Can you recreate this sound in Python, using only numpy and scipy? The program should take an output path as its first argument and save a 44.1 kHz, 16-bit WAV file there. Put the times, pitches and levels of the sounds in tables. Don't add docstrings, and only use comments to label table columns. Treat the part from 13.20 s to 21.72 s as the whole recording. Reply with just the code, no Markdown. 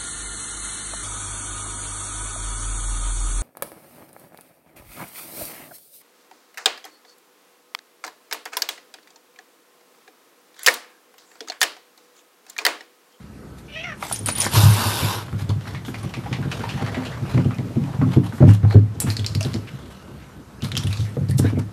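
import sys
import numpy as np
from scipy import signal
from scipy.io import wavfile
from scipy.ndimage import uniform_filter1d

SR = 44100
rng = np.random.default_rng(int(sys.argv[2]) if len(sys.argv) > 2 else 0)


def generate_wav(sig):
    pcm = np.round(np.clip(np.atleast_2d(sig).T, -1, 1) * 32767).astype(np.int16)
    wavfile.write(sys.argv[1], SR, pcm)


def boost(x):
    u = np.asarray(x, float) / 20
    return 10 ** u


N = 375732


def evened(x):
    return x / np.sqrt(np.mean(x ** 2) + 1e-20)


def read(points, hz):
    f, value = np.transpose(points)
    return np.interp(np.log(hz + 1), np.log(f + 1), value)


def add(mix, s, sound):
    part = mix[round(s * SR):][:len(sound)]
    part += sound[:len(part)]


def resonate(x, hz, width):
    turn = np.exp(2j * np.pi * np.cumsum(hz * np.ones(len(x))) / SR)
    r = np.exp(-np.pi * width / SR)
    return 2 * (turn * signal.lfilter([1 - r], [1, -r], x / turn + 1e-18)).real


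def band(x, lo_hz, hi_hz):
    edges_hz = [lo_hz, min(hi_hz, .45 * SR)]
    return evened(signal.sosfilt(signal.butter(2, edges_hz, "band", fs=SR, output="sos"), x))


def columns(rows):
    s, *values = np.transpose(rows)
    t = np.arange(s[0], s[-1], 1 / SR)
    return t, [np.interp(t, s, v) for v in values]


def ring(hz, db, t60, t, phase=0):
    return boost(db - 60 * t / t60) * np.sin(2 * np.pi * hz * t + phase)


def noise(colour_db, patchy_db):
    frames, hz = N // 256 + 5, np.fft.rfftfreq(1024, 1 / SR)
    a, b, patches = rng.standard_normal((frames, 513, 3)).T
    patches = uniform_filter1d(patches, size=12, axis=0)
    patches = evened(uniform_filter1d(patches, size=10, axis=1))
    z = (a + 1j * b) * boost(colour_db(hz)[:, None] + patchy_db * patches)
    return evened(signal.istft(z, nperseg=1024, noverlap=768)[1][:N])


# (time [s], effort [dB], pitch [Hz], mouth resonance [Hz], roughness [0-1])
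YOWL_CURVE = [
    (.475, -46, 591, 2360, 0.54),
    (.55, -40, 591, 2800, 0.6),
    (.562, -32.5, 628, 2180, 0.16),
    (.605, -32, 648, 2610, 0.47),
    (.634, -35, 681, 2460, 0.7),
    (.645, -29.5, 718, 2200, .45),
    (.668, -34.5, 700, 1800, 0.4),
    (.728, -33, 600, 1650, 0.5),
    (.755, -43, 500, 1533, 1),
]


def yowl():
    t, (effort_db, hz, mouth_hz, rough) = columns(YOWL_CURVE)
    rough = np.clip(rough, 0, 1)
    jitter = 1 + .26 * uniform_filter1d(rng.standard_normal(len(t)), size=120)
    turns = np.cumsum(hz * jitter) / SR
    folds = sum(np.cos(2 * np.pi * k * turns) for k in range(1, 12))
    puffs = (0.48 + np.exp(-(turns % 1) / 0.52)) * rng.standard_normal(len(t))
    drive = (1 - rough) * evened(folds) + rough * evened(puffs)
    flutter = boost(2.2 * evened(uniform_filter1d(rng.standard_normal(len(t)), size=400)))
    throat = boost(-5) * resonate(resonate(drive, hz, 270), hz, 270)
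    mouth = drive
    for _ in range(3):
        mouth = resonate(mouth, mouth_hz, 1500)
    breath = resonate(resonate(drive + .8 * puffs, 5700, 900), 5700, 900)
    voice = throat - mouth + boost(-23) * flutter * breath
    return t[0], boost(effort_db - 0.5) * flutter * evened(voice) * signal.windows.tukey(len(t), .1)


# (frequency [Hz], level per Hz [dB])
HISS_SPECTRUM = [(120, -28), (230, -2.5), (500, -9), (922, -8.5), (1520, -11), (1950, -13.5), (3630, -14),
                 (14000, -20.5)]
# (frequency [Hz], width [Hz], gain [dB])
MOUTH_RESONANCES = [(960, 360, 5.5), (1320, 350, 5), (2800, 590, 3), (3620, 180, 2), (4500, 1400, 7),
                    (11400, 6200, 10.5)]
# (frequency [Hz], width [Hz], level [dB])
JAW_RESONANCES = [(1000, 100, -12), (1500, 100, -15.5), (2835, 130, -15), (3650, 200, -15),
                  (5190, 300, -15)]


def hiss():
    start_s, attack_s, hold_s, release_s = 1.3, 0.063, 0.57, 0.12
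    level_db, edge_db, sag_db_per_s = -21.5, -15.5, 6.5
    spit_db, spit_s = 3.5, 0.039
    teeth_db, teeth_sag_db_per_s = -0.5, 14
    jaws_shut, jaws_open_s, jaws_wander = 0.89, 0.025, 0.044
    t = np.arange(0, attack_s + hold_s + release_s, 1 / SR)
    edges = np.maximum(1 - t / attack_s, 0) + np.maximum(1 - (t[-1] - t) / release_s, 0)
    spit = spit_db * np.exp(-(t / spit_s / 2) ** 4)
    flow_db = level_db - sag_db_per_s * t + edge_db * edges + spit

    def mouth(hz):
        return sum(db / (1 + (2 * (hz - f) / w) ** 2) for f, w, db in MOUTH_RESONANCES)

    ripples_db = 1.6 * evened(uniform_filter1d(rng.standard_normal(513), size=3))
    air = noise(lambda hz: read(HISS_SPECTRUM, hz) + mouth(hz) + ripples_db, 2.2)[:len(t)]
    z = rng.standard_normal((2, len(t)))
    jaws = 1 - (1 - jaws_shut) * np.exp(-t / jaws_open_s) + jaws_wander * band(z[0], 2.9, 14)
    air = air + sum(boost(db) * evened(resonate(z[1], f * jaws, w)) for f, w, db in JAW_RESONANCES)
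    fizz = signal.sosfilt(signal.butter(1, 3000, "high", fs=SR, output="sos"), air)
    rasp = boost(1.5 * band(rng.standard_normal(len(t)), 18, 250))
    fizz_db = teeth_db - teeth_sag_db_per_s * t + 4 - 12 * np.exp(-t / 0.027)
    air += (boost(fizz_db) - 1) * fizz
    return start_s, boost(flow_db) * rasp * air * signal.windows.tukey(len(t), .05)


# (time [s], peak level [dB])
BELL_STROKES = [(0.9269, -21), (.934, -24), (0.941, -28), (.955, -41), (0.9888, -31), (1.03, -42.5),
                (1.137, -38), (1.158, -26), (1.206, -29), (1.26, -30), (1.292, -35), (1.06, -19.5),
                (1.0846, -23.5), (1.112, -28), (1.122, -24), (1.1516, -28), (1.184, -24), (1.2005, -14),
                (1.216, -24), (1.233, -28), (1.349, -28), (1.4, -26), (1.505, -24), (1.533, -25),
                (1.6679, -27), (2.8294, -44)]
# (frequency [Hz], level [dB], t60 [s])
BELL_MODES = [(9660, -15, 0.07), (9600, 5, 0.024), (10500, -18, 0.022)]


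def bell():
    out, t = np.zeros(N), np.arange(5000) / SR
    chatter = boost(1900 * np.minimum(t, .005))
    phases = rng.uniform(0, 2 * np.pi, (len(BELL_STROKES), len(BELL_MODES)))
    for (s, db), phase in zip(BELL_STROKES, phases):
        shell = sum(ring(*mode, t, p) for mode, p in zip(BELL_MODES, phase))
        add(out, s, boost(db + 0.5) * shell * chatter * np.minimum(t / 0.0019, 1))
    return out


# (time [s], long-joist boom [dB], short-span boom [dB], plank knock [dB])
FLEEING_FALLS = [(1.001, -22.5, -48.5, -35.5), (1.08, -50, -39, -30.5), (1.175, -23, -30.5, -38),
                 (1.257, -42, -41, -29), (1.338, -10.5, -17, -51), (1.365, -3, -37, -28),
                 (1.433, 0, -7.5, -41), (1.462, -6.5, -15, -45), (1.498, -6, -40, -47),
                 (1.654, -12, -28, -30), (1.824, -11, -17.5, -33), (1.948, -22.5, -44, -50),
                 (2.128, -15, -21, -35), (2.218, -17.5, -25.5, -41), (2.29, -8, -22, -28),
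                 (2.36, -20, -21, -46)]
# (time [s], joist [dB], span [dB], knock [dB])
AWAY_FALLS = [(2.538, -25, -23.5, -43), (2.68, -39, -31, -29.5), (2.839, -28, -22, -30.5),
              (2.971, -38, -24.5, -30.5), (3.112, -43, -19, -30.5), (3.186, -23, -20, -29),
              (3.253, -28, -19.5, -27.5), (3.394, -33, -27, -30.5), (3.541, -24, -19.5, -31.5),
              (3.616, -19, -21, -30), (3.77, -37, -27, -28), (3.971, -25, -49, -40),
              (4.022, -33, -20.5, -30), (4.445, -43, -31, -32), (4.504, -40, -31, -32),
              (4.69, -38, -31, -40), (4.742, -32, -25, -37), (5.13, -42, -40, -32), (5.75, -45, -36, -33)]
# (time [s], joist [dB], span [dB], knock [dB])
ROMPING_FALLS = [ (4.14, -35, -11, -24.5), (4.173, -14, -11.5, -14), (4.253, -14, -12.5, -20.5),
                 (4.388, -43, -21.5, -25), (4.56, -34, -16.5, -25), (4.61, -40, -17, -35),
                 (4.789, -17, -13, -58), (4.815, -16, -10, -20), (4.865, -33, -13, -23.5),
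                 (4.963, -12, -6, -15), (5.205, -35, -5, -13.5), (5.227, 0.5, -3.5, -8),
                 (5.277, 4, -11.5, -16.5), (5.434, 1, -13, -24), (5.5505, 4.5, -9, -14.5)]
# (time [s], joist [dB], span [dB], knock [dB])
RETURNING_FALLS = [ (5.839, -21, -18, -28), (5.874, -8.5, -34, -26), (5.986, -13.5, -45, -31.5),
                   (6.1, -18, -31, -47), (6.152, -11, -18.5, -30.5), (6.172, -26, -39, -43),
                   (6.25, -30, -19, -24), (6.344, -19.5, -28, -24), (6.535, -51, -27.5, -56),
                   (7.427, -19, -21, -31), (7.53, -44, -24.5, -33), (7.572, -22, -21, -33),
                   (7.644, -10.5, -21, -32), (7.686, -10, -40, -41), (7.791, -10.5, -24, -37),
                   (7.826, -11, -35, -46), (7.969, -37.5, -18, -27.5), (8.012, -13, -18, -33.5),
                   (8.091, -13, -14, -30.5), (8.144, -34, -12.5, -39), (8.192, -8.5, -11, -19),
                   (8.243, -6.5, -37, -21), (8.328, -17, -20.5, -26.5), (8.371, -10.5, -17.5, -21.5)]
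# (frequency [Hz], level [dB], t60 [s])
PLANK_MODES = [(216.8, -4.5, 0.16), (242.3, 6.5, 0.058), (307.6, -4, 0.11), (376.2, -3.5, 0.086),
               (460, -10.5, 0.09), (549, -10, 0.057), (706, -5, 0.026)]


def paws():
    boom, knocks, t = np.zeros(N), np.zeros(N), np.arange(SR // 3) / SR
    falls = FLEEING_FALLS + AWAY_FALLS + ROMPING_FALLS + RETURNING_FALLS
    chances = rng.random((len(falls), 2 + 2 * len(PLANK_MODES)))
    for (s, joist_db, span_db, knock_db), u in zip(falls, chances):
        joist = ring(103 + 2 * u[0], joist_db, .3, t)
        span = ring(129 + 9 * u[1], span_db + 9, 0.13, t)
        span = span + ring(178.5, span_db - 6.5, 0.35, t)
        spot = u[2:].reshape(-1, 2)
        knock = sum(ring(f * (.9 + 0.223 * a), d + 3 + 5 * b, t60, t)
                    for (f, d, t60), (a, b) in zip(PLANK_MODES, spot))
        add(boom, s, (joist + span) * (1 - np.exp(-t / 0.0075)))
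        add(knocks, s, boost(knock_db) * knock * (1 - np.exp(-t / 0.0039)))
    return boom, knocks


# (time [s], level [dB], frequency [Hz], t60 [s])
PLANK_KNOCKS = [(1.58, -25.5, 228, 0.31), (3.775, -15.5, 256, .1), (4.033, -25, 323, 0.11),
                (4.277, -26, 176, 0.14), (4.316, -21, 191, 0.072), (4.398, -17, 240, 0.054),
                (4.57, -8.5, 234, 0.12), (4.974, -11, 290, 0.14), (5.545, -8.5, 389, 0.09),
                (5.846, -16.5, 190, .12), (6.209, -25.5, 642, 0.094), (7.968, -15, 488, 0.041),
                (4.826, -11, 257, 0.11), (4.875, -18, 248, 0.097), (4.962, -16, 306, .07),
                (5.205, -13, 320, 0.087), (5.223, -7, 600, .06), (5.448, -24, 750, .04),
                (5.552, -2, 118, .13), (5.5555, -17, 560, .04), (5.565, -17, 300, .2),
                (5.508, -27, 800, .05), (5.275, -13, 280, .15), (4.64, -24, 280, .15),
                (6.155, -23, 200, .08), (7.43, -24, 200, .12), (4.178, -22, 597, 0.053),
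                (8.244, -22, 483, .06)]


def knocks_square():
    out, t = np.zeros(N), np.arange(SR // 4) / SR
    for s, db, hz, t60 in PLANK_KNOCKS:
        add(out, s, ring(hz, db, t60, t) * (1 - np.exp(-t / 0.0012)))
    return out


# (time [s], peak level [dB], tick pitch [Hz])
CUSHION_CLAWS = [(0.825, -20, 2200), (0.9253, -8, 9300), (1.0601, -9, 8700), (1.0861, -11.5, 2500),
                 (1.085, -14, 6500), (0.96, -19, 6000), (1.1, -13, 4400), (1.1827, -11, 9800),
                 (2.2926, -21.5, 3900), (4.346, -36, 5700), (4.385, -25.5, 2000), (4.177, -17.5, 2100),
                 (4.556, -35, 2300), (4.639, -31, 2700), (4.9353, -22.5, 2400), (5.29, -19, 1500),
                 (5.5095, -17.5, 1940)]
# (time [s], peak level [dB], tick pitch [Hz])
SWAT_CLAWS = [
    (1.1528, -21, 3460),
    (1.1628, -24, 3270),
    (1.174, -19, 4000),
    (1.2054, -12, 5570),
    (1.2111, -12, 5970),
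    (1.2111, -14, 5630),
    (1.2177, -9, 5570),
    (1.2235, -12, 8500),
    (1.244, -14, 7000),
    (1.259, -16, 4960),
]
# (time [s], peak level [dB], tick pitch [Hz])
FLOOR_CLAWS = [(5.8023, -4, 9000), (5.902, -12, 4400), (5.9678, -13, 4280), (5.9939, -18.5, 3170),
               (6.0453, -19, 3580), (6.0638, -10, 4680), (6.1504, -15.5, 4700), (6.2078, -16.5, 2610),
               (6.2084, -17.5, 5600), (5.996, -33, 7800), (6.2289, -15.5, 5000), (6.249, -20.5, 3630),
               (6.3412, -18.5, 4700), (7.422, -18, 3280), (7.446, -17, 4100), (7.5176, -15.5, 3530),
               (7.5532, -19, 3140), (7.5679, -8, 3200), (7.5751, -8.5, 5100), (7.6353, -21, 3370),
               (7.805, -24, 3500), (6.334, -25, 4000), (8.1824, -21, 6570), (7.67, -16.5, 3080),
               (7.728, -17, 3960), (7.772, -20.5, 4000), (8.087, -29, 4500), (8.11, -26.5, 4360),
               (8.1095, -24, 9500), (7.637, -26, 9000), (7.67, -25, 9000), (8.193, -14, 9200)]
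# (time [s], peak level [dB], tick pitch [Hz], echo t60 [s])
DISTANT_CLAWS = [(2.082, -32, 1200, .05), (2.128, -38, 1300, 0.19), (2.195, -38, 1100, 0.13),
                 (2.41, -40, 3200, .12), (2.4536, -38, 1500, 0.088), (2.472, -27.5, 1400, 0.097),
                 (2.548, -27, 2010, 0.15), (2.65, -34.5, 3300, 0.26), (2.682, -29, 1500, 0.073),
                 (2.743, -25.5, 2120, 0.096), (2.84, -40, 2230, 0.17), (2.9389, -24.5, 2310, 0.15),
                 (3.037, -36.5, 1820, 0.13), (3.06, -24, 780, .12), (3.128, -19.5, 2130, 0.14),
                 (3.226, -30, 1500, 0.27), (3.315, -19, 2640, 0.11), (3.375, -45, 1800, .12),
                 (3.405, -30, 1500, 0.16), (3.437, -21, 890, 0.17), (3.491, -24, 2700, 0.25),
                 (3.5777, -30, 1700, .15), (3.61, -21, 925, 0.099), (3.6634, -24.5, 2080, 0.1),
                 (3.745, -23.5, 1830, 0.17), (3.833, -29, 2050, .08), (3.853, -27.5, 2800, 0.18),
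                 (3.92, -31.5, 1910, .2), (4.052, -35.5, 1300, 0.22), (4.245, -35, 2680, 0.09),
                 (4.307, -28, 1170, 0.17), (4.2, -33, 1500, .15), (4.814, -33, 1900, 0.1),
                 (4.73, -29.5, 1000, 0.17), (5.035, -34, 1000, 0.19), (5.124, -29, 1370, .1),
                 (5.43, -29, 1300, .08), (5.448, -28, 900, .08)]
# (time [s], peak level [dB])
PAD_SLAPS = [(.826, -17.5), (.9127, -22.5), (1.088, -14), (1.264, -13), (4.1773, -28), (4.8135, -25),
             (4.9355, -27), (5.181, -30), (5.225, -24), (5.29, -17), (5.5086, -25), (6.1504, -33),
             (6.2078, -36), (7.447, -34), (7.5677, -28), (7.969, -34), (8.195, -24.5)]


def claws():
    out, t = np.zeros(N), np.arange(5000) / SR
    onset = np.minimum(t / 0.000059, 1)
    near = CUSHION_CLAWS + SWAT_CLAWS + FLOOR_CLAWS
    ticks = [(s, db, hz, 0.038, 0.55) for s, db, hz in near]
    ticks += [(*row, 1.5) for row in DISTANT_CLAWS]
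    for (s, db, hz, smear, spread), z in zip(ticks, rng.standard_normal((len(ticks), len(t)))):
        wide = band(z, hz / 2.65, hz * 1.58)
        narrow = band(band(z, hz / 1.32, hz * 1.26), hz / 1.32, hz * 1.26)
        crack = boost(6.5 - 60 * t / 0.0023) * wide
        burst = boost(-2.5 - 60 * t / smear) * (narrow + spread * wide)
        rustle = boost(-23.5 - 60 * t / 0.33) * wide
        add(out, s, boost(db - 10) * (crack + burst + rustle) * onset)
    taps = PAD_SLAPS + [(s, -36) for s, *_ in DISTANT_CLAWS]
    for (s, db), z in zip(taps, rng.standard_normal((len(taps), len(t)))):
        dull = band(band(z, 450, 1800), 450, 1800)
        add(out, s, boost(db + 1.5 - 60 * t / .025) * dull * onset)
    return out


# (loudest moment [s], dying time [s], level [dB], tilt to bright [dB])
DRAGS = [(.39, .04, -49.5, 4), (0.842, 0.11, -35, 2.5), (.92, 0.15, -37.5, 8), (1.081, 0.066, -31, 4),
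         (1.219, 0.18, -26.5, 1.5), (2.05, 0.46, -50.5, -1), (2.206, 0.062, -37.5, -1),
         (2.3, 0.063, -43, -5), (2.48, 0.17, -42.5, -4.5), (2.76, 1, -46, -3.5), (3.12, 0.47, -48.5, -7.5),
         (3.34, 0.63, -40, -5), (3.6, 0.91, -44, -9.5), (3.86, 0.1, -43.5, -4), (4.12, 0.16, -40.5, -6),
         (4.928, 0.11, -40, -5.5), (5.06, 0.093, -40, 0), (5.339, 0.04, -33, 4), (5.529, 0.095, -36.5, -4),
         (5.823, 0.046, -33.5, -1), (5.9, 0.1, -33, 2), (6.23, 0.34, -44.5, -1), (6.36, 0.053, -44.5, -6),
         (6.5, 1, -51, -4.5), (6.72, 0.039, -46, -2), (7.441, 0.034, -36.5, 2.5), (7.7, 0.58, -46.5, 3),
         (8.1, 0.024, -42, 4), (8.259, 0.15, -41, -4), (8.398, 0.045, -47, -9.5), (4.08, 0.061, -47, -7),
         (4.66, 0.28, -53.5, -10.5), (5.3, 0.089, -33.5, -2.5), (6.09, 0.12, -51, 4),
         (6.27, 0.1, -40.5, -2), (7.6, 0.19, -44, 0), (7.47, 0.054, -39, 0)]


def scuffs():
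    swell_share, swell_max_s, dying_db, rounding = 0.79, 0.11, 28, 1.295
    fizz_db, fizz_tilt, rub_db, rub_tilt = -5.5, 1, -4, 1.52
    cloth = noise(np.zeros_like, 3.5)
    grains = boost(3.6 * np.minimum(rng.exponential(1, N), 5)) * rng.standard_normal(N)
    grains = 0.56 * evened(grains) + cloth
    grains *= boost(2.6 * band(rng.standard_normal(N), 10, 60))
    paw_drags = [(s + 0.0078, 0.091, knock_db - 36.5, -10.5) for s, *_, knock_db in ROMPING_FALLS]
    t, level = np.arange(0, N, 64) / SR, 0
    for s, dying, db, tilt_db in DRAGS + paw_drags:
        swell = min(swell_share * dying, swell_max_s)
        away = np.maximum((s - t) / swell, (t - s) / dying)
        colour_db = np.array([[0], [fizz_db + fizz_tilt * tilt_db], [rub_db - rub_tilt * tilt_db]])
        level = level + boost(db - dying_db * away ** rounding + colour_db) ** 2
    sizes = band(grains, 653, 4140), band(grains, 2300, 11500), band(grains, 230, 1370)
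    every = np.arange(N) / SR
    return sum(np.interp(every, t, np.sqrt(power)) * size for power, size in zip(level, sizes))


# (time [s], length [s], level [dB], centre [Hz], half-width [frequency ratio])
RUSHES = [(1.4, 0.064, -25, 7100, 2), (1.34, 0.064, -26.5, 4200, 1.4), (1.341, 0.025, -22.5, 943, 1.01),
          (2.638, 0.094, -47.5, 7960, 2.9), (4.325, 0.045, -46.5, 2500, 1.04), (7.7, .06, -42, 2460, 1.1),
          (7.66, .24, -47, 4600, 1.4), (5.797, .04, -25.5, 8800, 1.2), (8.165, .05, -42, 10000, 1.5),
          (7.83, 0.093, -50, 1970, 1.1), (5.51, 0.027, -41.5, 4200, 1.07), (5.116, 0.091, -49.5, 5400, 2.5),
          (5.276, 0.047, -38.5, 5960, 1.5), (5.742, 0.022, -52, 4300, 1.5), (6.977, 0.089, -52, 1200, 2.2),
          (8.178, 0.022, -29, 6400, 1.9), (4.81, 0.055, -37, 1190, 1.15), (5.04, .05, -43, 830, 1.3),
          (5.29, 0.037, -35, 1270, 1.4), (5.86, .04, -33, 1100, 1.7), (6.468, 0.032, -41, 2100, 1.5),
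          (8.2, .015, -45, 4500, 1.5), (8.384, 0.021, -45, 4500, 2.6)]


def swipes():
    out = np.zeros(N)
    for s, length, db, hz, ratio in RUSHES:
        n = round(length * SR)
        rush = band(rng.standard_normal(n), hz / ratio, hz * ratio)
        add(out, s, boost(db) * rush * signal.windows.tukey(n, .6))
    return out


# (time [s], length [s], level [dB], start pitch [Hz], end pitch [Hz])
PAD_SQUEAKS = [
    (8.1, 0.049, -46, 1770, 1950),
    (8.228, 0.071, -37.5, 1440, 1830),
    (8.245, 0.067, -44.5, 2000, 2500),
    (8.235, .06, -46, 3600, 4000),
    (8.35, .03, -47, 2260, 2300),
    (7.4, .04, -48, 2700, 2600),
]


def squeaks():
    out, width_hz = np.zeros(N), 380
    for s, length, db, start_hz, end_hz in PAD_SQUEAKS:
        n = round(length * SR)
        hz = np.linspace(start_hz, end_hz, n)
        rub = resonate(resonate(rng.standard_normal(n), hz, width_hz), hz, width_hz)
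        add(out, s, boost(db) * evened(rub) * signal.windows.tukey(n, .6))
    return out


# (time [s], level [dB])
BOARD_SHAKE = [
    (.9, -38),
    (1.4, -35.5),
    (2.4, -36),
    (4.2, -31.5),
    (5.3, -33),
    (6.4, -34.5),
    (6.7, -66),
    (7.4, -57.5),
    (7.5, -36),
    (8.52, -43),
]


def rumble():
    t, (db,) = columns(BOARD_SHAKE)
    z = rng.standard_normal(len(t))
    return t[0], boost(db) * evened(resonate(z, 105.4, 23.0) + 0.33 * resonate(z, 121, 24.5))


# (frequency [Hz], t60 [s])
ROOM_DECAY = [(100, 0.38), (500, 0.15), (2000, 0.2), (6000, 0.27), (14000, 0.071)]


def room(x):
    taps = np.zeros(SR // 2)
    at = np.arange(200, len(taps) - 20, 20)
    taps[at + rng.integers(0, 20, len(at))] = rng.choice([-1., 1.], len(at))
    hz, t, z = signal.stft(taps, SR, nperseg=256)
    decay = boost(-60 * t / read(ROOM_DECAY, hz)[:, None])
    tail = signal.istft(z * decay, SR, nperseg=256)[1]
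    return signal.fftconvolve(x, tail / np.linalg.norm(tail))[:N]


# (frequency [Hz], level per Hz [dB])
AIR_SPECTRUM = [(25, -29), (54, -12), (90, -1), (205, -3), (735, -20), (1320, -20.5), (2310, -29.5),
                (13400, -40)]
# (frequency [Hz], level [dB])
HUM_LINES = [(64.6, -47.5), (134.6, -52.5), (199.2, -52), (1297, -63), (1523, -65)]


def room_tone():
    hum = sum(boost(db) * evened(resonate(rng.standard_normal(N), hz, 6.2)) for hz, db in HUM_LINES)
    return boost(-42) * noise(lambda hz: read(AIR_SPECTRUM, hz), 1.95) + hum


def scene():
    cat = bell()
    add(cat, *yowl())
    add(cat, *hiss())
    boom, knocks = paws()
    knocks = knocks + knocks_square()
    add(boom, *rumble())
    feet = claws() + scuffs() + swipes() + squeaks()
    echoes = room(boost(-13.0) * cat + boost(-11.5) * feet + boost(-8.5) * knocks)
    return (cat + feet + boom + knocks + echoes + room_tone())[None]


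def top_cut(x):
    return signal.sosfilt(signal.butter(12, 15180, fs=SR, output="sos"), x)


def record(dry):
    x = signal.sosfilt(signal.butter(3, 60, "high", fs=SR, output="sos"), dry)
    power_db = 10 * np.log10(abs(uniform_filter1d(x[0] ** 2, size=900)) + 1e-12)
    fall = np.arange(N) * 30. / SR
    held_db = np.maximum.accumulate(power_db + fall) - fall
    over_db = uniform_filter1d(np.maximum(held_db + 14.5, 0), size=2000)
    treble = signal.sosfiltfilt(signal.butter(1, 1800, "high", fs=SR, output="sos"), x)
    x = (x - treble + treble / boost(0.28 * over_db)) / boost(0.16 * over_db)
    x = x / (1 + abs(x) ** 6) ** (1 / 6)
    band_limit = signal.firwin(511, 14050, window=("kaiser", 9), fs=SR)
    x = signal.oaconvolve(x, band_limit[None], "same")
    return top_cut(x)


dry = scene()
out = record(dry)
generate_wav(out)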